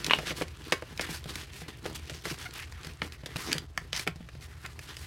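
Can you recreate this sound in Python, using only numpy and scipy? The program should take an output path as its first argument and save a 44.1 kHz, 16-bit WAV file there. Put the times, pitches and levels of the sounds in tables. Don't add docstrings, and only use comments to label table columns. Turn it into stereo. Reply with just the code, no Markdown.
import sys
import numpy as np
from scipy import signal
from scipy.fft import rfft, irfft
from scipy.io import wavfile

SR = 44100
rng = np.random.default_rng(int(sys.argv[2]) if len(sys.argv) > 2 else 0)


def file_out(sig):
    cols = np.atleast_2d(sig).T
    lim = np.clip(cols, -1, 1)
    pcm = np.round(lim * 32767).astype(np.int16)
    wavfile.write(sys.argv[1], SR, pcm)


N = 223190
HIT_TIME = np.arange(SR // 6) / SR


def amp(db):
    return 10 ** (np.asarray(db) / 20)


def unit(x):
    return x / np.sqrt(np.mean(x ** 2))


def unit_hit(x):
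    return x / np.sqrt(np.sum(x ** 2) / (.005 * SR))


def colour(x, points, size=4096):
    hz, db = np.transpose(points)
    bin_hz = np.arange(size // 2 + 1) * SR / size
    outline = np.interp(np.log(bin_hz + 1), np.log(hz), db)
    cepstrum = irfft(np.log(amp(outline)))
    cepstrum[1:size // 2] *= 2
    cepstrum[size // 2 + 1:] = 0
    response = irfft(np.exp(rfft(cepstrum)))
    return signal.fftconvolve(x, response)[:len(x)]


def band(x, centre_hz, spread):
    edges = [centre_hz / spread, centre_hz * spread]
    return signal.sosfilt(signal.butter(2, edges, "band", fs=SR, output="sos"), x)


def wander(per_s):
    steps = np.arange(N) * per_s / SR
    return unit(np.interp(steps, np.arange(N // 20), rng.standard_normal(N // 20)))


def add(track, t, sound):
    start = max(int(t * SR), 0)
    track[start:start + len(sound)] += sound[:N - start]


def ring(modes, detune):
    hz, db, t60 = np.transpose(modes)[:, :, None]
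    hz = hz * (1 + detune * rng.standard_normal(hz.shape))
    sign = rng.choice([-1, 1], hz.shape)
    decay = np.exp(-np.log(1000) * HIT_TIME / t60)
    return unit_hit(np.sum(sign * amp(db) * np.sin(2 * np.pi * hz * HIT_TIME) * decay, axis=0))


def grit(per_s, spread_db):
    sizes = amp(spread_db * np.minimum(rng.exponential(size=N), 5))
    catches = rng.random(N) < per_s / SR
    return unit(catches * sizes * rng.choice([-1, 1], N))


def burst(decay_ms, snap):
    chatter = rng.standard_normal(len(HIT_TIME)) * np.exp(-HIT_TIME * 1000 / decay_ms)
    return unit_hit(chatter) + snap * unit_hit(signal.unit_impulse(len(HIT_TIME)))


# frequency in Hz, gain in dB.
RUMBLE_COLOUR = [(20, -48.5), (35, -13), (50, 3), (66, 2.5), (80, 13), (100, -1.5), (150, 2), (200, -34),
                 (400, -28.5), (650, -20), (2000, -34), (5000, -68), (16000, -63)]
# frequency in Hz, level in dB.
MAINS_TONES = [(59.6, -55.5), (119.8, -58)]


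def room_tone():
    mid, side = (unit(colour(rng.standard_normal(N + SR), RUMBLE_COLOUR)[SR:]) for _ in range(2))
    rumble = amp(-48.5) * (mid + amp(-18.5) * np.array([side, -side]))
    now = np.arange(N) / SR
    hum = sum(amp(db) * np.sqrt(2) * np.sin(2 * np.pi * (hz * now + rng.random()))
              for hz, db in MAINS_TONES)
    return hum + rumble


def push(start, length, skew=0.74, speed_power=0.76):
    progress = np.clip((np.arange(N) / SR - start) / length, 0, 1)
    moving = (progress > 0) & (progress < 1)
    speed = np.zeros(N)
    speed[moving] = np.sin(np.pi * progress[moving] ** skew)
    return speed ** speed_power


# start and
# length in seconds, rub drive in dB, hiss and flap drives in dB relative to it, rub pitch in Hz.
PUSHES = [(-0.04, 0.06, -41, -9, 4.5, 2980), (0.05, 0.16, -40.5, -7.5, 4, 2800),
          (0.2, 0.068, -49, -2.5, 4.5, 2900), (0.254, 0.078, -35.5, -9, -9, 3020),
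          (0.36, 0.085, -42.5, -2, -2, 2840), (0.602, 0.22, -48.5, -11, -5.5, 2570),
          (0.907, 0.17, -53, -14, -14, 2470), (0.98, 0.13, -41.5, -9, -4.5, 2320),
          (1.087, .11, -39, -3, -9.5, 2950), (1.272, 0.063, -42, -7, -2, 2500),
          (1.328, 0.13, -42.5, -6, -10, 2420), (1.52, 0.13, -48.5, -2, -2.5, 3150),
          (1.68, 0.038, -44, -8, 0.5, 2820), (1.81, 0.14, -49.5, -8, 8, 2280),
          (1.946, 0.028, -41.5, -1.5, -14, 2980), (1.977, 0.079, -68, -15, 3, 2660),
          (2.133, 0.08, -50, -4, -7, 2960), (2.236, 0.13, -39.5, -5, -0.5, 2950),
          (2.374, 0.12, -43.5, -6.5, -13, 2650), (2.53, 0.13, -39.5, -11, -16, 2460),
          (2.781, 0.2, -49, -10.5, -0.5, 2440), (3.016, 0.076, -47, -6, 4.5, 2110),
          (3.127, 0.035, -50, -6, -3, 2500), (3.263, 0.3, -48.5, -11, -1.5, 2360),
          (3.361, 0.18, -41, -6, -15, 2460), (3.452, .15, -39, -12.5, 0.5, 3100),
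          (3.585, 0.07, -52.5, -19, 5.5, 2400), (3.783, 0.13, -57.5, -8, 5, 2200),
          (3.923, 0.096, -33, -14, -28, 4530), (3.97, 0.076, -42, -0.5, -21, 3600),
          (4.407, .07, -48, -7, -23, 2680), (4.48, 0.086, -54.5, -6, -10, 2670),
          (4.56, 0.16, -53.5, -6.5, -6, 2300), (4.696, .06, -54.5, -3, -5, 2700),
          (4.807, 0.064, -50.5, -1, -13, 2730), (4.869, 0.089, -45, -10, -13, 2920),
          (4.928, 0.29, -52, -1, -18, 3100)]
# time in seconds, rub drive in dB.
HELD_NOTES = [(0, -44), (0.52, -55.5), (1.0, -52), (1.75, -55.5), (2.1, -50.5), (2.75, -55.5), (3.7, -62),
              (4.35, -60), (4.9, -57.5)]


def hand_effort():
    now = np.arange(N) / SR
    held = amp(np.interp(now, *np.transpose(HELD_NOTES)))
    power = np.outer(amp([0, -9, -0.5]), held) ** 2
    for start, length, db, hiss_db, flap_db, _ in PUSHES:
        gains = amp([db, db + hiss_db, db + flap_db])
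        power += np.outer(gains, push(start, length)) ** 2
    starts, lengths, *_, pitches = np.transpose(PUSHES)
    grip_hz = np.interp(now, starts + lengths / 2, pitches)
    return (*(10 * np.log10(power)), grip_hz)


# band centre in Hz, relative level in dB.
FOLD_BANDS = [(1900, 0), (3000, 0), (4600, -2), (7000, -7)]


def crackle(rub_db, folds_per_s=80):
    folds = 0
    for hz, db in FOLD_BANDS:
        snaps = grit(per_s=folds_per_s / len(FOLD_BANDS), spread_db=3)
        snap = band(burst(decay_ms=1.2, snap=0.5), hz, spread=1.8)
        folds += unit(signal.fftconvolve(snaps, snap)[:N]) * amp(db)
    return unit(folds) * amp(rub_db - 9.5)


# frequency in Hz, gain in dB.
RUB_COLOUR = [(300, -30), (700, 0.5), (1150, 4), (1800, 2.5), (2400, -1.5), (3200, -3), (4800, -4.5),
              (6500, -7), (10000, -37.5)]
HISS_COLOUR = [(2500, 5), (4500, 10), (6500, 7), (10000, 5.5), (13000, 1), (16000, -7)]
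FLAP_COLOUR = [(70, -31.5), (130, -2), (250, -1), (410, -1.5), (620, -16), (1000, -12), (2500, -37.5)]


def sliding_paper():
    rub_db, hiss_db, flap_db, grip_hz = hand_effort()
    judder = amp(2.08 * wander(per_s=130))
    fibres = grit(per_s=7000, spread_db=4) * judder
    creases = grit(per_s=98, spread_db=6)
    contact = fibres + amp(-9) * creases
    sheets = 0
    for hz in np.geomspace(1200, 5600, num=7):
        bend_db = 3.3 * wander(per_s=20) - 6.2 * np.log2(hz / grip_hz) ** 2
        sheets += amp(bend_db) * band(grit(per_s=5000, spread_db=3.5) * judder, hz, spread=1.15)
    rub = unit(colour(amp(-2) * unit(contact) + unit(sheets), RUB_COLOUR)) * amp(rub_db - 2.55)
    fizz = contact + amp(12) * judder * rng.standard_normal(N)
    hiss = unit(colour(fizz, HISS_COLOUR)) * amp(hiss_db)
    flutter = grit(per_s=500, spread_db=3.5) * judder
    flap = unit(colour(flutter, FLAP_COLOUR)) * amp(flap_db - 2)
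    return rub + hiss + flap + crackle(rub_db)


# frequency in Hz, gain in dB.
EDGE_COLOUR = [(2000, -32), (3600, -3), (4800, 2), (7000, -5.5), (11000, -10), (16000, -21)]
# frequency in Hz, relative level in dB, seconds to fall 60 dB.
DESK_MODES = [(147, 3, 0.14), (159, 6, 0.089), (228, 2, .04)]


def touch(hz, decay_ms, crack_db, edge_db, knock_db, thump_db):
    crack = unit_hit(band(burst(decay_ms * 0.81, snap=0.15), hz, spread=1.61))
    edge = unit_hit(colour(burst(decay_ms * 1.23, snap=0.45), EDGE_COLOUR))
    knock = unit_hit(band(burst(decay_ms * 1.48, snap=0.4), centre_hz=414, spread=1.55))
    thump = ring(DESK_MODES, detune=0.072)
    return amp(crack_db) * crack + amp(edge_db) * edge + amp(knock_db) * knock + amp(thump_db) * thump


# start in seconds, crack level in dB,
# crack centre in Hz, edge level in dB relative to the crack, base decay in ms.
PAPER_FLICKS = [(0.0448, -29.5, 3380, -4, 2), (0.0646, -31.5, 2330, 0.5, 3.8),
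                (0.1869, -32.5, 1840, -9, 10), (0.2705, -35, 2680, -5.5, 4.9), (0.306, -30, 1830, -18, 8.3),
                (0.421, -33, 2080, -7.5, 4.2), (0.482, -50, 2900, 1, 2.5), (0.7223, -20, 1920, -5.5, 6.9),
                (0.976, -41, 2820, -2.5, 2.4), (0.9951, -28, 1520, -25, 4), (1.0105, -35.5, 2510, 4, 7.9),
                (1.2413, -44, 2540, -3.5, 3.1), (1.3556, -35, 2650, -1.5, 2.1), (1.5408, -58, 2670, 4, 2.9),
                (1.8607, -36.5, 1950, -4.5, 7.1), (2.097, -37, 2030, -3.5, 7.5),
                (2.1395, -44.5, 2730, -15, 1.5), (2.2542, -31.5, 1530, -7, 8.3),
                (2.7234, -45, 1610, -2.5, 1.9), (2.8467, -41.5, 2420, -4, 5.7),
                (2.8695, -43.5, 2380, -2, 2.5), (3.0183, -26, 1650, -32, 4.1), (3.0285, -55, 2400, 5, 3.4),
                (3.1221, -43, 2680, -7, 3.3), (3.2599, -36.5, 2750, -4, 6.7), (3.3594, -35, 1990, -6.5, 4),
                (3.3666, -37, 2200, -1, 2.5), (3.5177, -30.5, 3240, -21, 0.82),
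                (3.5292, -25, 2350, 1.5, 1.1), (3.5818, -31.5, 2180, -3.5, 2.3),
                (3.7763, -25, 1150, -10.5, 1.9), (3.93, -27, 2800, -15, 2.9),
                (3.9952, -32.5, 2640, -3.5, 3.4), (4.075, -24, 1620, -10.5, 3.3),
                (4.1588, -54.5, 2400, 0, 3.9), (4.2881, -44.5, 1860, -11.5, 5.4),
                (4.3499, -56, 2200, -7, 5), (4.409, -58, 2800, 2, 8.9), (4.6612, -38.5, 2260, -6, 2.8),
                (4.7917, -40.5, 1770, -4.5, 3.3), (4.9678, -41, 2400, -1.5, 2.7)]


def flicks():
    out = np.zeros(N)
    for t, db, hz, edge_db, decay_ms in PAPER_FLICKS:
        lean_db = 7 * np.log2(decay_ms / 4)
        add(out, t, touch(hz, decay_ms, crack_db=db, edge_db=db + edge_db,
                          knock_db=db + lean_db - 10, thump_db=db - 14.5))
    return out


# start in seconds, level in dB, decay in ms.
ENVELOPE_TAPS = [(0.0978, -26.5, 3.6), (0.1091, -16.5, 1.4), (0.1161, -23.5, 6.3), (0.1347, -14.5, 2.6)]
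# frequency in Hz, gain in dB.
TAP_COLOUR = [(130, -26), (330, -11), (650, -10), (1020, -2.5), (1400, -6), (1750, -0.5), (2150, -4.5),
              (2850, 7), (3400, -8), (4300, -10), (5200, -31), (9000, -36.5), (16000, -45)]


def stack_taps():
    out = np.zeros(N)
    for t, db, decay_ms in ENVELOPE_TAPS:
        add(out, t, amp(db) * unit_hit(colour(burst(decay_ms, snap=0.66), TAP_COLOUR)))
    return out


# start in seconds, cover knock in dB, desk thump in dB.
COVER_BUMPS = [(0.1869, -38, -35.5), (0.2291, -39, -45.5), (0.306, -39, -36), (0.4122, -28, -32),
               (0.419, -28.5, -36), (0.823, -34.5, -48), (0.995, -31.5, -45), (1.0894, -38.5, -34.5),
               (1.2573, -42, -35), (1.618, -41.5, -39.5), (1.8554, -32, -39.5), (1.9105, -44, -46),
               (2.117, -47, -38.5), (2.3101, -50, -35.5), (2.8695, -47, -39.5), (3.0183, -39, -37),
               (3.0471, -43, -43), (3.2346, -45.5, -39.5), (3.3583, -38, -29), (3.5517, -40, -31),
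               (4.0672, -31.5, -39), (4.075, -30.5, -35.5), (4.1586, -56, -38.5), (4.206, -50.5, -38),
               (4.3505, -50, -43)]


def bumps():
    out = np.zeros(N)
    for t, knock_db, thump_db in COVER_BUMPS:
        add(out, t, touch(hz=1630, decay_ms=3.5, crack_db=knock_db - 7.5, edge_db=knock_db - 19,
                          knock_db=knock_db, thump_db=thump_db))
    return out


# frequency in Hz, relative level in dB, seconds to fall 60 dB.
BINDER_MODES = [(355, -21, 0.042), (390, 3, 0.082), (540, -12, 0.015), (597, -24.5, 0.012),
                (1077, -9, 0.21), (1130, 3, 0.055), (1550, -3.5, 0.085), (1910, 9, 0.0096),
                (2230, -1.5, 0.15), (3930, -45, .05), (4200, -4, 0.024), (5340, -35, 0.18)]
# start in seconds, level in dB.
BINDER_LANDINGS = [(.419, -35.5), (0.7248, -22.5), (3.0188, -45), (4.0756, -33.5)]


def binder_drops():
    out = np.zeros(N)
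    for t, db in BINDER_LANDINGS:
        add(out, t, amp(db) * ring(BINDER_MODES, detune=0.0018))
    return out


# start and length in seconds, slips per second,
# unevenness from 0 to 1, relative level in dB.
FILM_SQUEAKS = [(2.447, 0.032, 720, 0.04, -38), (4.644, 0.019, 340, 0.3, -41)]


def film_squeaks():
    film_colour = [(300, -26), (720, -4.5), (1500, 3.5), (2200, 1.5), (3000, -7), (8000, -30)]  # Hz, dB
    out = np.zeros(N)
    for t, length, slips_per_s, uneven, db in FILM_SQUEAKS:
        slip_times = np.cumsum(np.exp(uneven * rng.standard_normal(size=40))) / slips_per_s
        slip_times = slip_times[slip_times < length]
        pulses = np.zeros(len(HIT_TIME))
        pulses[(slip_times * SR).astype(int)] = np.sin(np.pi * slip_times / length) ** 2
        add(out, t, amp(db + 5) * unit_hit(colour(pulses, film_colour)))
    return out


# frequency in Hz, side signal gain in dB.
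WIDTH_COLOUR = [(110, -10), (190, -1), (330, -13.5), (620, -9), (1100, -12.5), (2000, -15), (4500, -22.5),
                (6300, -24), (8000, -8.5), (13000, -30)]


def small_room(direct, tail_db, t60_s, scatter_s):
    t = np.arange(SR // 2) / SR
    onset = np.clip(t / 0.0041 - .5, 0, 1)
    decay = np.exp(-np.log(1000) * t / t60_s) * onset
    tails = rng.standard_normal((2, len(t))) * decay * amp(tail_db) / np.sqrt(np.sum(decay ** 2))
    walls = [(60, -24.5), (150, -2.5), (2500, -2), (6000, -3.5), (16000, -4.5)]  # Hz, dB
    tail_mid, tail_side = (signal.fftconvolve(direct, colour(tail, walls))[:N] for tail in tails)
    scatter = rng.standard_normal(len(t)) * np.exp(-t / scatter_s)
    near = signal.fftconvolve(direct, scatter / np.sqrt(np.sum(scatter ** 2)))[:N]
    side = colour(amp(-0.5) * near + amp(6) * tail_side, WIDTH_COLOUR)
    return direct + tail_mid + np.array([side, -side])


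def scene():
    handling = sliding_paper() + flicks() + bumps() + stack_taps() + binder_drops() + film_squeaks()
    return small_room(handling, tail_db=-9.5, t60_s=0.16, scatter_s=0.0032) + room_tone()


def record(dry):
    return signal.sosfilt(signal.ellip(10, .2, 70, 16200, fs=SR, output="sos"), dry)


dry = scene()
out = record(dry)
file_out(out)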